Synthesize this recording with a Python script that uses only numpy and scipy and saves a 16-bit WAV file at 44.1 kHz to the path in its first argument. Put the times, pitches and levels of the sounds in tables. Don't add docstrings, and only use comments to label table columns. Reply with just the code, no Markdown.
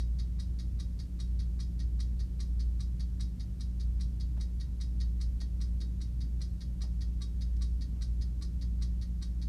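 import sys
import numpy as np
from scipy import signal
from scipy.fft import rfft, irfft
from scipy.io import wavfile

SR = 44100
rng = np.random.default_rng(int(sys.argv[2]) if len(sys.argv) > 2 else 0)


def generate_wav(signal):
    frames = np.transpose(np.atleast_2d(signal))
    scaled = np.clip(frames, -1, 1) * 32767
    pcm = np.round(scaled).astype(np.int16)
    wavfile.write(sys.argv[1], SR, pcm)


N = 418068
TIME = np.arange(N) / SR

# (time from landing [ms], level [dB], hardness [0-1])
TICK_HITS = [(-8.8, -3.5, .17), (-4.8, -5, .12), (-1.8, -3, .2), (0.3, 0, 1), (2.3, -1.5, 1), (4.8, 0, .9),
             (7.3, -6, .8), (19, -15, 1), (25, -10.5, 1)]
TOCK_HITS = [(-9.2, -5, .9), (-5.8, -6, .9), (-2, -4, .95), (0.4, -1, 1), (3, -3, .8), (6, -3, .6),
             (10, -11, .8), (20, -13, .9)]
# (time [s], level [dB])
TICK_DRIVE = [(0.4, -48.1), (2.4, -46.7), (2.8, -49.0), (3.21, -45.7), (3.61, -49.2), (5.21, -47.1),
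              (6.01, -50.2), (6.42, -46.8), (9.22, -47.3)]
TOCK_DRIVE = [(0.2, -49.8), (1.8, -51.5), (4.61, -51.4), (5.01, -48.1), (5.81, -49.5), (6.21, -53.0),
              (7.02, -50.5), (9.42, -52.2)]
# (pitch [Hz], tick level [dB], tock level [dB], fade time [s])
CLOCK_NOTES = [(1152, -19, -22, 0.1), (1227, -16, -16, 0.1), (1545, -24, -23, 0.1), (1878, -15, -11, 0.1),
               (1927, -18, -13, 0.1), (2088, -25, -24, 0.1), (3090, -24, -21, 0.12), (3337, -15, -12, 0.16),
               (3391, -18, -18, 0.12), (3793, 0, -1, 0.09), (3835, -6, -10, 0.1), (4047, -9, -8, 0.12),
               (4376, -9, -7, 0.11), (4430, -6, -4, 0.1), (4554, -5, -5, 0.1), (4645, -5, 0, 0.09),
               (4688, -10, -6, 0.1), (4777, -9, -7, 0.11), (4925, -7, -9, 0.12), (5009, -6, -10, 0.15),
               (5055, -5, -4, 0.2), (5528, -8, -16, 0.1), (5611, -4, -9, 0.09), (5770, -20, -14, 0.12),
               (5955, -15, -13, 0.12), (6567, -14, -16, 0.1), (8435, -18, -25, 0.12),
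               (8774, -22.5, -24, 0.7), (9300, -23, -23, 0.12), (9781, -21, -23, 0.12)]
# (pitch [Hz], tick level [dB], tock level [dB])
WEAK_NOTES = [(700, -37, -36), (1150, -13, -14), (2000, -13, -16), (2700, -17, -20), (3400, -8.5, -10.5),
              (4400, 0, 1), (5700, -1, -3), (6500, -2, -5), (7300, -12, -19), (9600, -8, -10.5),
              (11000, -19, -21), (12000, -31, -31), (14000, -34, -34)]
# (time [s], level [dB], pitch [Hz], fade time [s])
KNOCKS = [(4.367, -65, 1150, .08), (4.375, -57, 620, 0.092), (5.416, -55, 575, 0.035),
          (6.836, -57.5, 520, 0.18), (7.566, -62, 4900, .04), (7.96, -67, 520, .2)]
# (time [s], level [dB])
MOTOR_SWELL = [(0.1, -32.5), (1.13, -37), (1.34, -33.5), (2.98, -32.4), (3.4, -38.5), (4.01, -31.5),
               (4.63, -35.5), (4.84, -32), (6.49, -35), (7.31, -33.5), (7.72, -32), (8.34, -34.0),
               (9.16, -32.5), (9.37, -36)]
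# (pitch [Hz], level [dB], level wobble [dB], phase wobble [rad])
HUM_NOTES = [(47.7, -48, 1.5, .4), (86, -55, 2, 1.5), (119.9, -56, 2, .6), (159, -62, 3, .9),
             (179.96, -50.7, .8, .1), (232, -67, 2, .9), (362, -78, 2, .8), (480, -83, 2, .8),
             (566, -80.5, 1.5, .8)]
# (frequency [Hz], level [dB])
RUMBLE_SPECTRUM = [(20, -14), (35, -4), (55, 0.5), (85, -2.5), (130, -5.5), (210, -16.5), (290, -19.5),
                   (420, -32.5), (700, -41), (1100, -46), (2500, -49.5), (6000, -50), (10000, -53.5),
                   (14500, -57)]

BEAT_S, FIRST_BEAT_S = .200592, -.0036
BEAT_SCATTER_S, BEAT_SCATTER_DB = .0002, .25
HIT_SCATTER_MS, HIT_SCATTER_DB = .2, .8
TICK_DB, TOCK_DB = -0.6, 0.3
NOTES_DB, WEAK_DB, WEAK_FADE_S = -9.7, -10.0, .14
CRACK_BOOST_DB, CRACK_FADE_S = 7.3, .015
MOTOR_HZ, MOTOR_GAIN_DB = 58.6, 0.43
THROB_HZ, THROB_DB, THROB_PEAK_S = 1.612, -14, .142
ECHO_DB, ECHO_FADE_S, WALL_CUT_HZ = -11.5, .31, 8000
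RUMBLE_DB, TOP_CUT_HZ = -42.5, 14600


def clock():
    ticks = lever_clicks(beats(0, TICK_DRIVE), TICK_HITS, soft_hz=1570)
    tocks = lever_clicks(beats(1, TOCK_DRIVE), TOCK_HITS, soft_hz=1550)
    ringing_ticks = from_db(TICK_DB) * convolve(ticks, clock_ring(0))
    ringing_tocks = from_db(TOCK_DB) * convolve(tocks, clock_ring(1))
    return ringing_ticks + ringing_tocks


def beats(side, drive):
    times = np.arange(FIRST_BEAT_S + side * BEAT_S, TIME[-1], 2 * BEAT_S)
    late, softer = rng.standard_normal((len(times), 2)).T
    level_db = np.interp(times, *np.transpose(drive)) - BEAT_SCATTER_DB * softer
    return np.transpose([times + BEAT_SCATTER_S * late, level_db])


def lever_clicks(beat_rows, hits, soft_hz):
    beat_s, beat_db = np.transpose(beat_rows)
    hit_ms, hit_db, hardness = np.transpose(hits)
    late, harder = rng.standard_normal((2, len(beat_s), len(hit_ms)))
    times = beat_s[:, None] + (hit_ms + HIT_SCATTER_MS * late) / 1000
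    force = from_db(beat_db[:, None] + hit_db + HIT_SCATTER_DB * harder)
    heard = (times >= 0) & (times < TIME[-1])
    samples = (times[heard] * SR).astype(int)
    sharp = np.bincount(samples, (force * hardness)[heard], N)
    soft = np.bincount(samples, (force * np.sqrt(1 - hardness ** 2))[heard], N)
    return sharp - from_db(7.5) * low_pass(soft, soft_hz)


def clock_ring(side):
    t = TIME[:SR]
    signs = rng.choice([-1, 1], len(CLOCK_NOTES))
    notes = sum(sign * from_db(levels[side]) * np.sin(2 * np.pi * hz * t) * fade(t, fade_s)
                for (hz, *levels, fade_s), sign in zip(CLOCK_NOTES, signs))
    crack = from_db(CRACK_BOOST_DB) * fade(t, CRACK_FADE_S)
    spectrum = [(hz, levels[side]) for hz, *levels in WEAK_NOTES]
    weak = shaped_noise(spectrum, len(t)) * (crack + fade(t, WEAK_FADE_S))
    return from_db(NOTES_DB) * notes + from_db(WEAK_DB) * weak


def knocks():
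    out = np.zeros(N)
    for start_s, level_db, hz, fade_s in KNOCKS:
        band = signal.iirpeak(hz, Q=2.2, fs=SR)
        body = rms_one(signal.lfilter(*band, rng.standard_normal(N)))
        age = np.maximum(TIME - start_s, 0)
        out += from_db(level_db) * body * (TIME >= start_s) * fade(age, fade_s)
    return out


def motor_hum():
    swell_db = np.interp(TIME, *np.transpose(MOTOR_SWELL))
    turn = 2 * np.pi * (TIME - THROB_PEAK_S)
    pair = np.sin(MOTOR_HZ * turn) + from_db(THROB_DB) * np.sin((MOTOR_HZ - THROB_HZ) * turn)
    hum = from_db(MOTOR_GAIN_DB + swell_db) * pair
    for hz, level_db, wobble_db, wobble_rad in HUM_NOTES:
        gain = from_db(level_db + wobble_db * drift(0.92))
        hum += gain * np.sin(2 * np.pi * hz * TIME + wobble_rad * drift(0.89))
    return np.sqrt(2) * hum


def room_echo(x):
    t = TIME[:SR]
    tail = rng.standard_normal(len(t)) * fade(t, ECHO_FADE_S) * (t > .004)
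    tail /= np.sqrt(np.sum(tail ** 2))
    return from_db(ECHO_DB) * low_pass(convolve(x, tail), WALL_CUT_HZ)


def room_rumble():
    return from_db(RUMBLE_DB) * shaped_noise(RUMBLE_SPECTRUM, N)


def from_db(db):
    return 10 ** (np.asarray(db) / 20)


def rms_one(x):
    return x / np.sqrt(np.mean(x ** 2) + 1e-20)


def shaped_noise(spectrum, size):
    hz, level_db = np.transpose(spectrum)
    bins = np.maximum(np.fft.rfftfreq(size, 1 / SR), 1)
    gain = from_db(np.interp(np.log(bins), np.log(hz), level_db))
    return rms_one(irfft(rfft(rng.standard_normal(size)) * gain, size))


def drift(per_s):
    bins = np.fft.rfftfreq(N, 1 / SR)
    keep_slow = (bins > 0) / (1 + (bins / per_s) ** 2)
    return rms_one(irfft(rfft(rng.standard_normal(N)) * keep_slow, N))


def fade(t, fade_s):
    return np.exp(-np.log(1000) * t / fade_s)


def convolve(x, response):
    return signal.fftconvolve(x, response)[:N]


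def low_pass(x, hz):
    return signal.sosfilt(signal.butter(2, hz, fs=SR, output="sos"), x)


def scene():
    near = clock() + knocks()
    rumble = room_rumble()
    return (near + room_echo(near) + motor_hum() + rumble)[None]


def record(dry):
    return signal.sosfilt(signal.ellip(10, .1, 80, TOP_CUT_HZ, fs=SR, output="sos"), dry)


dry = scene()
out = record(dry)
generate_wav(out)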